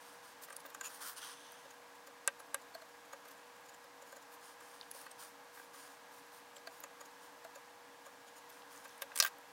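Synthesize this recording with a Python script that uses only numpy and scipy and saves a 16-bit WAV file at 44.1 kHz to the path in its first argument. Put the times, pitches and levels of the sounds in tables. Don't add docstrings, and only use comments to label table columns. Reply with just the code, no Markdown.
import sys
import numpy as np
from scipy.fft import rfft, irfft, next_fast_len
from scipy.io import wavfile
from scipy.ndimage import map_coordinates

SR = 44100
rng = np.random.default_rng(int(sys.argv[2]) if len(sys.argv) > 2 else 0)


def master(y):
    cut = np.clip(np.atleast_2d(y).T, -1, 1)
    pcm = np.round(cut * 32767)
    wavfile.write(sys.argv[1], SR, pcm.astype(np.int16))


N = 419826


def amp(db):
    return 10 ** (np.asarray(db) / 20)


def unit_rms(x):
    return x / np.sqrt(np.mean(x ** 2, axis=-1, keepdims=True) + 1e-20)


def wobble(rate):
    return map_coordinates(rng.standard_normal(int(N * rate / SR) + 4), [np.arange(N) * rate / SR])


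def filtered(x, response):
    m = next_fast_len(N + SR // 2)
    return irfft(rfft(x, m) * response(np.fft.rfftfreq(m, 1 / SR)), m)[..., :N]


def resonances(f, modes):
    return sum((-1) ** k * amp(db) * 1j * f * width / (hz * hz - f * f + 1j * f * width)
               for k, (hz, width, db) in enumerate(modes))


def band(f, centre_hz, octaves):
    return np.exp(-.5 * (np.log2(f / centre_hz) / octaves) ** 2)


def noise_bursts(count, t, colour):
    f = np.fft.rfftfreq(len(t), 1 / SR) + 1
    return unit_rms(irfft(rfft(rng.standard_normal((count, len(t)))) * colour(f)))


def place(start_s, sounds):
    at = np.round(start_s * SR).astype(int) + np.arange(sounds.shape[1])
    return np.bincount(at.ravel(), sounds.ravel(), N)[:N]


# frequency_hz, relative_db
BED_SPECTRUM = [(20, -7), (70, -7.5), (170, -8), (400, -12), (520, -3.5), (700, -3.5), (990, 1),
                (1350, -6.5), (1620, -4.5), (2100, -9.5), (3000, -13.5), (6000, -17), (10000, -21.5),
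                (16000, -25.5)]
# pitch_hz, width_hz, relative_db
DRONE_MODES = [(283.6, 33, 0)]
# pitch_hz, waver_hz, level_db
HUM_TONES = [(479.6, 1.65, -66.5), (811, 3.74, -74), (886, 1.83, -76.5), (1648, 1.95, -72)]


def room_tone():
    bed_hz, bed_db = np.transpose(BED_SPECTRUM)
    bed = filtered(rng.standard_normal(N), lambda f: amp(np.interp(np.log(f + 1), np.log(bed_hz), bed_db)))
    drone = filtered(rng.standard_normal(N), lambda f: resonances(f, DRONE_MODES) ** 2)
    t = np.arange(N) / SR
    hum = 0
    for pitch_hz, waver_hz, level_db in HUM_TONES:
        cycles = pitch_hz * t + np.cumsum(waver_hz * wobble(12)) / SR
        hum += np.sqrt(2) * amp(level_db + 0.18 * wobble(5.5)) * np.sin(2 * np.pi * cycles)
    return amp(-58 + 0.27 * wobble(2.323)) * unit_rms(bed) + amp(-72) * unit_rms(drone) + hum


# pitch_hz, width_hz, weight_db
RUBBED_MODES = [
    [(997, 290, 9), (1613, 730, 9)],
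    [(3166, 1060, 0.5), (6270, 650, -0.5)],
    [(2570, 740, -5.5), (6970, 480, -1.5)],
    [(4870, 2350, -4.5), (8930, 1160, -1), (10270, 1000, -3)],
    [(13500, 2800, -14), (15200, 2000, -22)],
]
# start_s, length_s, pressure_db, brightness_db, squeal_db
RUB_STROKES = [ (0.0, 0.22, -66, -2, -20), (0.222, 0.12, -66, -2, -21), (0.411, 0.035, -63, 11.5, -15),
               (0.829, 0.041, -53, -1, 7.5), (0.875, 0.15, -60, 0, -17), (1.002, 0.14, -51.5, 2.5, -22),
               (1.155, 0.039, -53.5, -4, -11), (1.204, 0.13, -53, -6.5, -17), (1.312, 0.47, -68, -12, -20),
               (3.247, 0.11, -73, -3, -7), (4.05, .09, -71, 0, -3), (4.304, .05, -75.5, 12, -2),
               (4.413, .13, -64, -3, -9.5), (4.616, 0.29, -66.5, -1, -14), (4.926, 0.15, -62.5, 2, -13),
               (5.178, 0.1, -58.5, 0, -12), (5.265, 0.066, -74, 3, -15), (5.526, 0.15, -67.5, 4.5, -5),
               (5.725, 0.26, -63.5, -1, -5), (6.104, .14, -72, 6, -10), (6.31, 0.108, -66.5, 0.5, -13.5),
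               (6.7, 0.13, -70, 1, -1), (7.206, 0.082, -69.5, 0, -3), (8.04, .025, -69, -3, 0),
               (8.26, .02, -68.5, -7, 3), (8.35, 0.035, -67, 0, 4), (8.507, 0.114, -67.5, -1, -12),
               (8.693, 0.17, -65.5, 0, -8), (8.864, 0.12, -72.5, -11, -7), ]


def rubbing():
    force, t = np.zeros((len(RUBBED_MODES), N)), np.arange(SR) / SR
    for start_s, length_s, pressure_db, brightness_db, squeal_db in RUB_STROKES:
        envelope = np.interp(t, np.cumsum([0, 0.02, .38 * length_s, .62 * length_s]), [0, 1, 1, 0])
        part_db = pressure_db + np.array([-1, -7 - 0.95 * brightness_db, squeal_db, 0, 0.5 + brightness_db])
        at = round(start_s * SR)
        force[:, at:at + len(t)] += (amp(part_db)[:, None] * envelope)[:, :N - at]
    grit = amp(1.5 * wobble(400) + 0.27 * wobble(40))
    out = 0
    for modes, push in zip(RUBBED_MODES, force):
        friction = grit * rng.standard_normal(N)
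        scrape = filtered(friction, lambda f: resonances(f, modes) ** 2 + amp(-23) * f / (f + 3000))
        out += push * amp(1.2 * wobble(30)) * unit_rms(scrape)
    return out


# start_s, level_db, pitch_hz
FIBRE_SNAPS = [(1.5199, -41, 11500), (4.8118, -37, 4240), (4.8299, -45, 3390), (6.566, -45, 3150),
               (6.5824, -51, 4650), (6.7824, -55, 13300), (6.804, -37, 13500), (6.812, -52, 14000),
               (8.6205, -45, 3740), (8.726, -49, 13000), (8.761, -50, 7500), (8.776, -46, 7000),
               (8.88, -51, 12000), (8.893, -46, 6000), (8.908, -56, 14000), (8.955, -54, 11000),
               (8.979, -48, 9900), (9.3844, -48, 11700)]


def fibre_snaps():
    when, strength, depth = rng.random((3, 120))
    tiny = np.c_[when * N / SR, -68 + 11 * strength ** 2, 14000 * 2 ** (-1.5 * depth ** 2)]
    start_s, level_db, pitch_hz = np.vstack([FIBRE_SNAPS, tiny]).T[:, :, None]
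    t = np.arange(1024) / SR
    noise = noise_bursts(len(start_s), t, lambda f: band(f, pitch_hz, octaves=0.29))
    envelope = amp(level_db + 1.5 - 60 * t / 0.0085) * (1 - np.exp(-t / 0.00056))
    return place(start_s, envelope * noise)


# pitch_hz, gain_db, t60_s
TABLE_MODES = [(858, -16.5, 0.16), (1189, 5.5, 0.04), (1235, -3.5, 0.032), (1589, 8.5, 0.04),
               (1915, -1, 0.052), (2610, -2.5, 0.045), (3685, 1, 0.035)]


def table_knock(t, knock_db, centre_hz):
    modes = 0
    for pitch_hz, gain_db, t60_s in TABLE_MODES:
        scatter_db, detune = rng.normal(0, [2.5, 0.0095], (len(knock_db), 2)).T[:, :, None]
        envelope = amp(knock_db - 7 + gain_db + scatter_db - 60 * t / t60_s)
        tone = np.sin(2 * np.pi * pitch_hz * (1 + detune) * t)
        modes += band(pitch_hz, centre_hz, octaves=0.97) * envelope * tone
    woody = noise_bursts(len(knock_db), t, lambda f: band(f, 0.8 * centre_hz, octaves=0.97))
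    return modes + amp(knock_db - 5 - 60 * t / 0.05) * woody


def hollow_thud(t, start_s, thud_db, ring_hz):
    pitch_hz = np.where(ring_hz < 5000, 660, 555.5)
    at = np.minimum(np.round(start_s * SR).astype(int) + np.arange(len(t)), N - 1)
    rough_db = 4 * wobble(90)[at]
    return amp(thud_db + 1 + rough_db - 60 * t / .075) * np.sin(2 * np.pi * pitch_hz * t)


def ringing_click(t, ring_db, ring_hz, hard_db, dropped):
    octaves = 0.092 + 0.0078 * hard_db
    core = amp(np.clip(-.4 * (ring_db + 30), -20, 8))
    ring = noise_bursts(len(ring_db), t,
                        lambda f: band(f, ring_hz, octaves) + core * band(f, ring_hz, octaves / 3))
    crack = noise_bursts(len(ring_db), t, lambda f: f / (f + 2500) / (1 + (f / 14000) ** 2))
    crack_db = -53.5 + .62 * (ring_db + 46) + 6.5 * dropped
    ring_t60_s = 0.032 * amp(-0.33 * hard_db * ~dropped)
    attack = 1 - np.exp(-t / (0.0002 * amp(-.4 * (ring_db + 18))))

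    def envelope(t60_s):
        return attack * (amp(-60 * t / 0.0059) + amp(-60 * t / t60_s) + amp(-16 - 60 * t / (3 * t60_s)))

    return amp(ring_db - 11) * ring * envelope(ring_t60_s) + amp(crack_db) * crack * envelope(.7 * ring_t60_s)


def faint_touches():
    when, strength, detune = rng.random((3, 14))
    ring_db = -59 + 4 * strength
    return np.c_[.1 + 9 * when, ring_db, 6950 * (1 + .04 * detune), ring_db - 10, ring_db - 10]


def tool_rattle():
    first_flight_s, shrink, steel_hz = .014, .64, 15800
    landing = np.arange(5)
    start_s = 9.248 + first_flight_s * (1 - shrink ** landing) / (1 - shrink)
    loss_db = 6 * landing
    return np.c_[start_s, -25 - loss_db, np.full(len(landing), steel_hz), -30 - loss_db, -58 - loss_db]


# start_s, ring_db, ring_hz, knock_db, thud_db
CONTACT_HITS = [(0.484, -52, 4230, -49, -58), (0.5037, -46, 9400, -45, -56),
                (0.5277, -41, 8840, -48.5, -54), (0.5652, -31, 9600, -61, -58),
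                (0.6033, -47, 10500, -71, -67), (0.6504, -60, 5100, -44.5, -53),
                (0.6624, -43, 14850, -62, -64.5), (0.7023, -47, 14300, -58, -65),
                (0.7471, -35.5, 7040, -42.5, -71), (0.8106, -29.5, 7100, -39.5, -74),
                (0.9453, -45, 9350, -61, -66), (1.6555, -56, 6900, -61, -50), (1.7095, -48, 6800, -56, -67),
                (2.0727, -44.5, 6900, -53, -53.5), (2.2761, -12.5, 8400, -27, -36.5),
                (2.4007, -46.5, 10500, -49.5, -52.5), (2.5441, -17.5, 8900, -33, -40),
                (2.6279, -65, 7100, -60, -62), (2.7497, -42, 4360, -46, -44.5),
                (2.8198, -52, 4260, -53, -51), (3.132, -44, 6760, -42.5, -46), (3.255, -49, 7000, -52, -54),
                (3.2844, -49, 13900, -67, -67), (3.314, -47, 14000, -66, -68),
                (3.6597, -56, 7130, -64, -66), (3.7444, -52, 7180, -63, -65), (3.842, -55, 5100, -57, -57),
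                (3.6922, -48, 6840, -64, -65), (4.0233, -49, 7060, -62, -52), (4.126, -46, 6930, -50, -48),
                (4.167, -46, 6900, -52, -49.5), (4.2252, -53, 7000, -63, -66),
                (4.6075, -49, 7750, -51.5, -63), (4.9133, -33.5, 10500, -71, -72),
                (4.9492, -45, 9300, -56, -56), (5.015, -44, 9800, -54, -67), (5.0643, -48, 4340, -44, -60),
                (5.1153, -45.5, 8600, -72, -76), (5.5724, -56, 3840, -48.5, -63),
                (5.5974, -58, 6690, -50, -62), (5.7433, -56, 5700, -51.5, -55),
                (6.567, -44, 7360, -58, -56), (6.6728, -37.5, 4380, -43, -40.5),
                (6.8382, -37, 6850, -43.5, -51), (7.0111, -43, 6940, -47, -54),
                (7.0579, -48, 6800, -64, -69), (7.4482, -46, 4200, -49, -45.5),
                (7.558, -45, 7000, -53.5, -54), (8.0655, -51, 6800, -50, -54),
                (8.5006, -46, 13600, -74, -69.5), (8.8475, -47, 10000, -56, -65),
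                (8.8545, -51, 7100, -45.5, -54), (9.0200, -31, 11900, -35.5, -39),
                (9.1174, -76, 5170, -47, -61), (9.1579, -31, 8650, -49, -65),
                (9.1628, -31, 15500, -46, -66), (9.1753, -26, 8500, -52, -62),
                (9.1879, -27, 9500, -42, -67.5), (9.2008, -8.5, 5040, -24.5, -48),
                (9.2249, -17.5, 4200, -34, -42), (9.2361, -28, 15500, -36, -54)]
TOOL_FALLS_S, SCUFF_S = 9, .012
SLIP_KNOCK_HZ, TOOL_KNOCK_HZ = 1220, 1710


def contacts():
    hits = np.vstack([CONTACT_HITS, tool_rattle(), faint_touches()])
    start_s, ring_db, ring_hz, knock_db, thud_db = hits.T[:, :, None]
    t = np.arange(4096) / SR
    dropped = start_s > TOOL_FALLS_S
    hard_db = np.maximum(ring_db + 43, 0)
    click = ringing_click(t, ring_db, ring_hz, hard_db, dropped)
    knock_hz = np.where(dropped, TOOL_KNOCK_HZ, SLIP_KNOCK_HZ) * amp(0.11 * hard_db)
    body = table_knock(t, knock_db, knock_hz) + hollow_thud(t, start_s, thud_db, ring_hz)
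    blow = click + body * (1 - np.exp(-t / 0.0011))
    lead = round(SCUFF_S * SR)
    scuff = click[:, lead:0:-1] * amp(np.minimum(11.5 - 1.14 * (ring_db + 54.5), -3))
    return place(start_s - lead / SR, np.hstack([scuff, blow]))


def scene():
    return (room_tone() + rubbing() + fibre_snaps() + contacts())[None]


def record(dry):
    low_hz, top_hz = 150, 15950
    return filtered(dry, lambda f: (1j * f / (low_hz + 1j * f)) ** 2 / (1 + (f / top_hz) ** 120))


dry = scene()
out = record(dry)
master(out)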